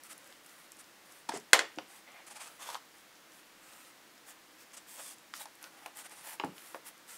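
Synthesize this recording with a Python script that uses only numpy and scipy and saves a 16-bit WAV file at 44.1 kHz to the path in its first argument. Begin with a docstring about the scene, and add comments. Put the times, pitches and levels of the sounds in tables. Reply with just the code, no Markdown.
"""A shoemaker's workbench in a small room, one microphone close to the hands as an insole is laid in.
A tool is set down with a sharp knock and a bounce that ring the tool and shake the bench. The leather
insole flaps over and slides, and a thumb rubs it flat in short strokes, hissing as the skin catches.
Fingers bump the hollow shoe as they grip and turn it; nails and creasing leather tick.
The walls answer briefly, and faint, steady room tone lies behind."""
import sys
import numpy as np
from scipy import signal
from scipy.fft import rfft, irfft, next_fast_len
from scipy.io import wavfile

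SR = 44100
rng = np.random.default_rng(int(sys.argv[2]) if len(sys.argv) > 2 else 0)


def dump(signal):
    """Clip the signal to [-1, 1] and save it as 16-bit WAV at the path in sys.argv[1]."""
    limited = np.clip(np.atleast_2d(signal).T, -1, 1)
    pcm = np.round(limited * 32767).astype(np.int16)
    wavfile.write(sys.argv[1], SR, pcm)


N = 316197


# the tool meets the bench, gentler contacts duller: start_s, level_db, top_hz
TOOL_CONTACTS = [(1.532, -1, 13000), (1.5917, -15, 7900), (1.5965, -31, 8000), (1.61, -28, 5000)]
# what the tool rings with: pitch_hz, level_db, t60_s
TOOL_MODES = [(520, -16, 0.063), (660, -27, 0.11), (800, -18.5, 0.052), (1036, -14.5, 0.043),
              (1558, -3, 0.014), (2040, -7.5, 0.026), (2654, -10, 0.017), (3310, -12.5, 0.027),
              (4060, -3.5, 0.01), (5060, -12.5, 0.0052), (7100, -2, 0.0064), (8700, -5.5, 0.0032),
              (9700, -9, 0.013)]
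# colour of the bench top: frequency_hz, level_db
BENCH_SPECTRUM = [(60, -57), (180, -56), (330, -7), (450, -14), (560, -3), (660, -2.5), (760, -14.5),
                  (1030, -3), (1250, -6.5), (2000, -4.5), (3300, -12), (4300, -10.5), (9000, -16.5),
                  (14000, -24.5)]
# how long the bench top rings: frequency_hz, t60_s
BENCH_DECAY = [(200, 0.38), (700, 0.14), (2000, 0.14), (5000, 0.084), (12000, 0.057)]

def tool_knock(bench_db=11.5, contact_s=0.0001, thud_db=-49, crack_db=-9):
    """Beside the hands the tool cracks and rings; the broad bench top thuds and sounds into the room."""
    t, out = seconds(0.6), np.zeros(N)
    bench = from_db(bench_db) * tail(BENCH_SPECTRUM, BENCH_DECAY, build_s=0.0003)
    bench = workshop(bench, wet_db=-10)
    tool = sum((-1) ** k * from_db(db) * ring(t, hz, t60) for k, (hz, db, t60) in enumerate(TOOL_MODES))
    tool *= 1 - np.exp(-t / contact_s)
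    crack = from_db(crack_db) * cut(snap(t, t60=0.002, crumble=0.22), 5000, "high")
    thud = from_db(thud_db) * cut(ring(t, hz=150, t60=0.045), 90, "high", order=1)
    blow = cut(tool + bench + crack, 250, "high") + thud
    for start, db, top_hz in TOOL_CONTACTS:
        add(out, start, from_db(db) * cut(blow, top_hz, "low"))
    return out


# fingers and insole land on the shoe, close to the microphone:
# start_s, hollow_db, hollow_hz, sole_db, sole_hz, slap_db, slap_top_hz
SHOE_BUMPS = [(1.2895, -32, 1250, -52, 400, -33, 8000), (1.2914, -22, 925, -39, 262, -25.5, 9100),
              (1.2937, -36, 950, -53, 262, -26.5, 8500), (1.338, -44, 684, -29.5, 420, -49, 3000),
              (1.359, -38, 670, -42.5, 228, -54, 4000), (1.775, -57, 560, -34.5, 323, -58, 1500),
              (1.7857, -30, 1500, -26.5, 700, -27, 3350), (2.6893, -30.5, 910, -68, 400, -35, 8900),
              (2.702, -38, 1050, -70, 400, -35, 9000), (2.745, -33, 870, -62, 400, -29, 5500),
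              (2.753, -29, 1100, -62, 400, -37, 3500), (5.3382, -31, 1400, -70, 500, -31, 6050),
              (5.4561, -35.5, 890, -60, 400, -37, 9100), (5.8604, -29.5, 833, -54, 520, -31.5, 2780),
              (6.3984, -24, 917, -37, 400, -22.5, 3240), (6.437, -20.5, 880, -29, 392, -31, 2400),
              (6.446, -31.5, 276, -36.5, 193, -38.5, 11000), (6.7455, -28.5, 1015, -32, 520, -36.5, 2800)]

def shoe_bumps():
    """Each bump rings the hollow and the heavier sole; the soft surfaces meet bit by bit in a slap."""
    t, out = seconds(0.25), np.zeros(N)
    for start, hollow_db, hollow_hz, sole_db, sole_hz, slap_db, slap_top_hz in SHOE_BUMPS:
        hollow = from_db(hollow_db) * shoe_ring(t, hollow_hz, cycles=15.1)
        sole = from_db(sole_db) * shoe_ring(t, sole_hz, cycles=12.6)
        slap = from_db(slap_db) * click(t, t60=0.015, crumble=0.65, low_hz=850, top_hz=slap_top_hz)
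        add(out, start, hollow + sole + slap)
    return out


# the shoe's many damped modes around the pitch of a bump: pitch_ratio, level_db
SHOE_WALL_SPECTRUM = [(.2, -37), (.45, -10), (1, 4), (1.8, -7), (4, -34.5), (10, -41)]

def shoe_ring(t, hz, cycles, overtone_db=-12, flutter_db=-11, linger=4.15, give_s=0.00027):
    """A padded blow rings one part of the shoe for some cycles; its soft walls flutter on a little."""
    t60 = cycles / hz
    tone = ring(t, hz, t60) + from_db(overtone_db) * ring(t, 1.71 * hz, 0.55 * t60)
    walls = coloured(rng.standard_normal(len(t)), [(hz * ratio, db) for ratio, db in SHOE_WALL_SPECTRUM])
    flutter = walls * from_db(flutter_db - 60 * t / (linger * t60)) * (1 - np.exp(-t * hz / 2))
    body = (tone + flutter) * (1 - np.exp(-t / give_s))
    return cut(body, 0.51 * hz, "high", order=3)   # a small body radiates little below its pitch


# the thumb on the insole, close up:
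# start_s, end_s, level_db, firmness_db, hiss_hz, hiss_top_hz, hollow_hz
THUMB_STROKES = [(.03, 0.087, -60.5, -9, 8800, 15000, 1400), (0.092, 0.137, -52.5, -8.5, 9100, 12000, 1330),
                 (0.128, 0.387, -69.5, 1, 7900, 14500, 540), (0.43, .68, -66, -3, 10000, 15000, 1400),
                 (.785, 0.819, -55.5, -10.5, 9150, 11500, 1350), (1.04, 1.23, -66.5, -5, 9600, 16000, 520),
                 (1.298, 1.338, -70, 21, 6500, 9000, 800), (1.326, 1.387, -50, -2, 7700, 7000, 744),
                 (1.875, 2.012, -62, -6.5, 9000, 13700, 800), (2.264, 2.293, -54.5, -7.5, 9900, 9000, 1280),
                 (2.299, 2.336, -53.5, -4.5, 9350, 9200, 825), (2.347, 2.388, -53.5, -2.5, 9600, 9000, 830),
                 (2.394, 2.429, -51.5, -1.5, 8750, 9600, 1020),
                 (2.413, 2.489, -56, -3.5, 8260, 10700, 1260), (2.467, 2.584, -66.5, 0, 10200, 16000, 1340),
                 (2.59, 2.67, -54, -0.5, 6700, 12400, 1090), (2.657, 2.775, -54, 1, 5300, 13100, 950),
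                 (2.924, 3.026, -70, -4, 10200, 16000, 810), (3.307, 3.42, -67, -8, 10200, 16000, 730),
                 (3.615, 3.923, -64, -4, 8100, 16000, 1290), (4.264, 4.33, -56.5, -8.5, 7200, 16000, 810),
                 (4.58, 4.647, -62, -11, 5400, 16000, 1490), (4.732, 4.759, -53.5, -10, 7360, 10500, 1350),
                 (4.764, 4.79, -51, -10.5, 7440, 9250, 1180), (4.87, 5.015, -54.5, -13.5, 7950, 16000, 980),
                 (4.979, 5.023, -69.5, 14.5, 8300, 12000, 590), (4.994, 5.146, -51, -16, 8700, 11900, 1120),
                 (5.336, 5.398, -52, -13, 5300, 14200, 1280), (5.391, 5.445, -50.5, -5.5, 8650, 16000, 860),
                 (5.605, 5.691, -65, 4, 12000, 16000, 1470), (5.715, 5.89, -69, 5, 9600, 14700, 815),
                 (5.952, 6.034, -53, -6.5, 9000, 13900, 840), (6.041, 6.074, -53, -4, 9400, 11300, 1510),
                 (6.103, 6.149, -58, -1, 8800, 12700, 850), (6.143, 6.238, -59, -7, 9700, 12000, 830),
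                 (6.233, 6.363, -52, -5.5, 10800, 16000, 870),
                 (6.546, 6.784, -60, -6.5, 10900, 16000, 1360),
                 (6.85, 6.903, -51.5, -9.5, 10500, 16000, 930), (7.076, 7.196, -54, -10, 8500, 13500, 1340)]
# the leather rings higher while the thumb holds it taut: time_s, pitch_hz
LEATHER_RESONANCE = [(1.95, 1980), (2.4, 2370), (2.64, 3500), (3.77, 2590), (4.3, 1910), (5.39, 4080),
                     (5.65, 1910)]
# colours of sliding skin, scuffed leather and the hollow of the shoe: frequency_hz, level_db
SKIN_SPECTRUM = [(2500, -51), (4500, -6.5), (6000, -6), (8500, -1.5), (11000, -3), (15000, -2.5)]
LEATHER_SPECTRUM = [(900, -19), (1600, -1.5), (2200, 0.5), (3400, -0.5), (4600, -13), (6500, -19)]
HOLLOW_SPECTRUM = [(200, -58), (350, -31), (520, -1), (700, -0.5), (900, 0), (1200, -1), (1700, -7),
                   (2600, -52)]

def thumb_rubbing(judder_per_s=90):
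    """Tiny catches make the skin hiss; a firmer stroke brings out the leather and the hollow shoe."""
    catches, slips = friction(smooth=1.14), drift(judder_per_s)
    hiss = coloured(catches, SKIN_SPECTRUM)
    scuff = coloured(catches, LEATHER_SPECTRUM)
    hollow = coloured(catches, HOLLOW_SPECTRUM)
    out = np.zeros(N)
    for start, end, db, firm_db, hiss_hz, top_hz, hollow_hz in THUMB_STROKES:
        span, envelope = stroke_shape(start, end)
        judder_db = max(1.5 + 0.12 * firm_db, 0) * slips[span]   # firm strokes stick and slip more
        leather_hz = np.interp((start + end) / 2, *np.transpose(LEATHER_RESONANCE))
        leather_db = 0.57 * firm_db - 1
        skin = resonate(cut(hiss[span], top_hz, "low"), hiss_hz, width_hz=2000, share=0.31)
        leather = from_db(leather_db) * resonate(scuff[span], leather_hz, width_hz=200, share=0.25)
        shoe = from_db(firm_db) * resonate(hollow[span], hollow_hz, width_hz=68, share=0.42)
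        out[span] += from_db(db + judder_db) * envelope * (skin + leather + shoe)
    return out


# the insole slides along the lining: start_s, end_s, level_db, squeak_hz
INSOLE_SLIDES = [(2.063, 2.115, -59, 2050), (2.112, 2.233, -59.5, 2090)]

def insole_slide(hollow_db=-3, hollow_hz=700):
    """Leather on leather sticks and sings more than skin does, and hardly hisses."""
    catches, out = friction(smooth=1.0), np.zeros(N)
    for start, end, db, squeak_hz in INSOLE_SLIDES:
        span, envelope = stroke_shape(start, end)
        squeak = resonate(coloured(catches[span], LEATHER_SPECTRUM), squeak_hz, width_hz=260, share=0.56)
        shoe = resonate(coloured(catches[span], HOLLOW_SPECTRUM), hollow_hz, width_hz=230, share=0.57)
        out[span] += from_db(db) * envelope * (squeak + from_db(hollow_db) * shoe)
    return out


# fingernails and creasing leather, close up: start_s, level_db, centre_hz
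NAIL_AND_LEATHER_TICKS = [(0.0358, -37, 9600), (.13, -37, 9050), (.1787, -40, 9000), (.275, -43, 9000),
                          (.325, -45, 2980), (.463, -39.5, 9200), (.7195, -36, 8500), (.769, -41, 8500),
                          (1.3735, -35, 7500), (1.4, -41, 7000), (2.477, -39, 5900), (2.628, -39, 7000),
                          (4.771, -36.5, 8000), (5.3382, -33, 2170), (5.628, -33.5, 10000),
                          (5.641, -33.5, 3480), (5.862, -34, 8800), (5.971, -34, 9700), (5.9895, -35, 8500),
                          (6.096, -40, 8000), (6.581, -37.5, 3400)]

def leather_ticks(creases_per_s=4, crease_db=-46.5, spread_db=3, lowest_crease_hz=4500, edge_ratio=1.28):
    """Nails and leather give small bright snaps; fainter creases fall at random in between."""
    t, out = seconds(0.04), np.zeros(N)
    creases = [(when * N / SR, crease_db + spread_db * (2 * size - 1), lowest_crease_hz * 2 ** octaves)
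               for when, size, octaves in rng.random((int(creases_per_s * N / SR), 3))]
    for start, db, hz in list(NAIL_AND_LEATHER_TICKS) + creases:
        tick = click(t, t60=0.0093, crumble=0.34, low_hz=hz / edge_ratio, top_hz=hz * edge_ratio)
        add(out, start, from_db(db) * tick)
    return out


# colour of the echoes from the nearby walls: frequency_hz, level_db
WALL_SPECTRUM = [(100, 2.5), (300, 3), (900, -3.5), (2000, -2), (4000, 2.5), (8000, -0.5), (15000, -2.5)]
# how long the small room rings: frequency_hz, t60_s
ROOM_DECAY = [(150, 0.21), (300, 0.18), (800, 0.3), (2000, 0.36), (5000, 0.24), (12000, 0.19)]

def workshop(x, wet_db):
    """The direct sound reaches the microphone first, then the short tail of the room."""
    echoes = tail(WALL_SPECTRUM, ROOM_DECAY, build_s=0.0031)
    return x + from_db(wet_db) * signal.fftconvolve(x, echoes)[:len(x)]


# the quiet workshop all around the microphone: frequency_hz, level_db
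ROOM_TONE_SPECTRUM = [(12, -41), (20, -13), (27, -26), (120, -16.5), (142, -11), (216, -6.5), (241, -8),
                      (319, -0.5), (399, -10), (485, -6), (590, -7), (1910, -6.5), (2460, -9.5),
                      (5680, -14), (16000, -21)]

def room_tone(level_db=-59):
    """Faint, steady noise, strongest in the low middle."""
    return from_db(level_db) * coloured(rng.standard_normal(N), ROOM_TONE_SPECTRUM)


def friction(smooth, catches_per_s=1500, spread_db=1.0):
    """Tiny catches of uneven size over the smooth hiss of sliding; rms 1."""
    sizes = from_db(spread_db * np.minimum(rng.exponential(1, N), 4)) * rng.choice([-1, 1], N)
    catches = rms_one(sizes * (rng.random(N) < catches_per_s / SR))
    return rms_one(catches + smooth * rng.standard_normal(N))


def stroke_shape(start, end, edge_share=0.48, longest_edge_s=0.034, swell_db=3):
    """The samples of a stroke and its envelope: the hand lands, is fastest midway, and lifts."""
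    edge_s = min(edge_share * (end - start), longest_edge_s) + 1 / SR
    span = np.arange(max(int((start - edge_s / 2) * SR), 0), min(int((end + edge_s / 2) * SR), N))
    inside_s = np.minimum(span / SR - start, end - span / SR) + edge_s / 2
    contact = np.sin(np.pi / 2 * np.clip(inside_s / (1.34 * edge_s), 0, 1)) ** 2
    return span, contact * from_db(swell_db * (np.hanning(len(span)) - 0.5))


def resonate(x, hz, width_hz, share):
    """Mix a steady excitation with its own ringing in one resonance; rms 1."""
    radius = np.exp(-np.pi * width_hz / SR)
    ringing = signal.lfilter([1, 0, -1], [1, -2 * radius * np.cos(2 * np.pi * hz / SR), radius ** 2], x)
    return rms_one(share * rms_one(ringing) + (1 - share) * rms_one(x))


def ring(t, hz, t60):
    """A struck mode dying away."""
    return np.sin(2 * np.pi * hz * t) * from_db(-60 * t / t60)


def snap(t, t60, crumble):
    """A sudden release with a crumble of noise after it."""
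    return (t == 0) + crumble * rng.standard_normal(len(t)) * from_db(-60 * t / t60)


def click(t, t60, crumble, low_hz, top_hz):
    """A snap between two steep band edges; peak 1."""
    dulled = cut(snap(t, t60, crumble), top_hz, "low", order=3)
    sound = cut(dulled, low_hz, "high", order=3)
    return sound / np.abs(sound).max()


def tail(spectrum, decay, build_s):
    """Countless modes or echoes: noise that builds up and dies band by band; energy 1."""
    t, edges_hz = seconds(0.6), np.geomspace(50, 17000, 22)
    white, out = rfft(rng.standard_normal(len(t))), 0
    hz = np.arange(len(white)) * SR / len(t)
    for low, high in zip(edges_hz, edges_hz[1:]):
        centre = np.sqrt(low * high)
        band = irfft(white * ((hz >= low) & (hz < high)), len(t))
        band *= from_db(-60 * t / at_hz(decay, centre)) * (1 - np.exp(-(t / build_s) ** 2))
        out += rms_one(band) * np.sqrt(high - low) * from_db(at_hz(spectrum, centre))
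    return out / np.sqrt(np.sum(out ** 2))


def coloured(x, spectrum):
    """Give a steady excitation a spectrum; rms 1."""
    size = next_fast_len(len(x))
    hz = np.arange(size // 2 + 1) * SR / size
    return rms_one(irfft(rfft(x, size) * from_db(at_hz(spectrum, hz)), size)[:len(x)])


def drift(per_s):
    """A line wandering between random values; rms 1."""
    knots = rng.standard_normal(int(N / SR * per_s) + 2)
    return rms_one(np.interp(np.arange(N) / SR * per_s, np.arange(len(knots)), knots))


def cut(x, hz, kind, order=2):
    """Butterworth low- or high-pass."""
    return signal.sosfilt(signal.butter(order, hz, kind, fs=SR, output="sos"), x)


def at_hz(table, hz):
    """Read a table along a log-frequency axis."""
    frequencies, values = np.transpose(table)
    return np.interp(np.log(np.maximum(hz, 1)), np.log(frequencies), values)


def from_db(db):
    """Decibels to gain."""
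    return 10 ** (np.asarray(db) / 20)


def rms_one(x):
    """Scale to an rms of one."""
    return x / np.sqrt(np.mean(x ** 2) + 1e-20)


def seconds(length_s):
    """A time axis."""
    return np.arange(int(length_s * SR)) / SR


def add(track, start_s, sound):
    """Mix a sound into a track at a time."""
    start = round(start_s * SR)
    part = sound[:max(N - start, 0)]
    track[start:start + len(part)] += part


def scene():
    """Hands and shoe close to one microphone, the tool beside them, room tone behind."""
    background = room_tone()
    tool = tool_knock()
    strokes = workshop(thumb_rubbing() + insole_slide(), wet_db=-14.5)
    handling = workshop(shoe_bumps() + leather_ticks(), wet_db=-10.5)
    return (tool + strokes + handling + background)[None]


def record(dry):
    """The microphone chain rounds the loudest peak and cuts the top above 15.7 kHz."""
    rounded = 0.99 * np.tanh(dry / 0.96)
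    low_pass = signal.ellip(12, 0.2, 90, 15700, fs=SR, output="sos")
    return signal.sosfilt(low_pass, rounded)


dry = scene()
out = record(dry)
dump(out)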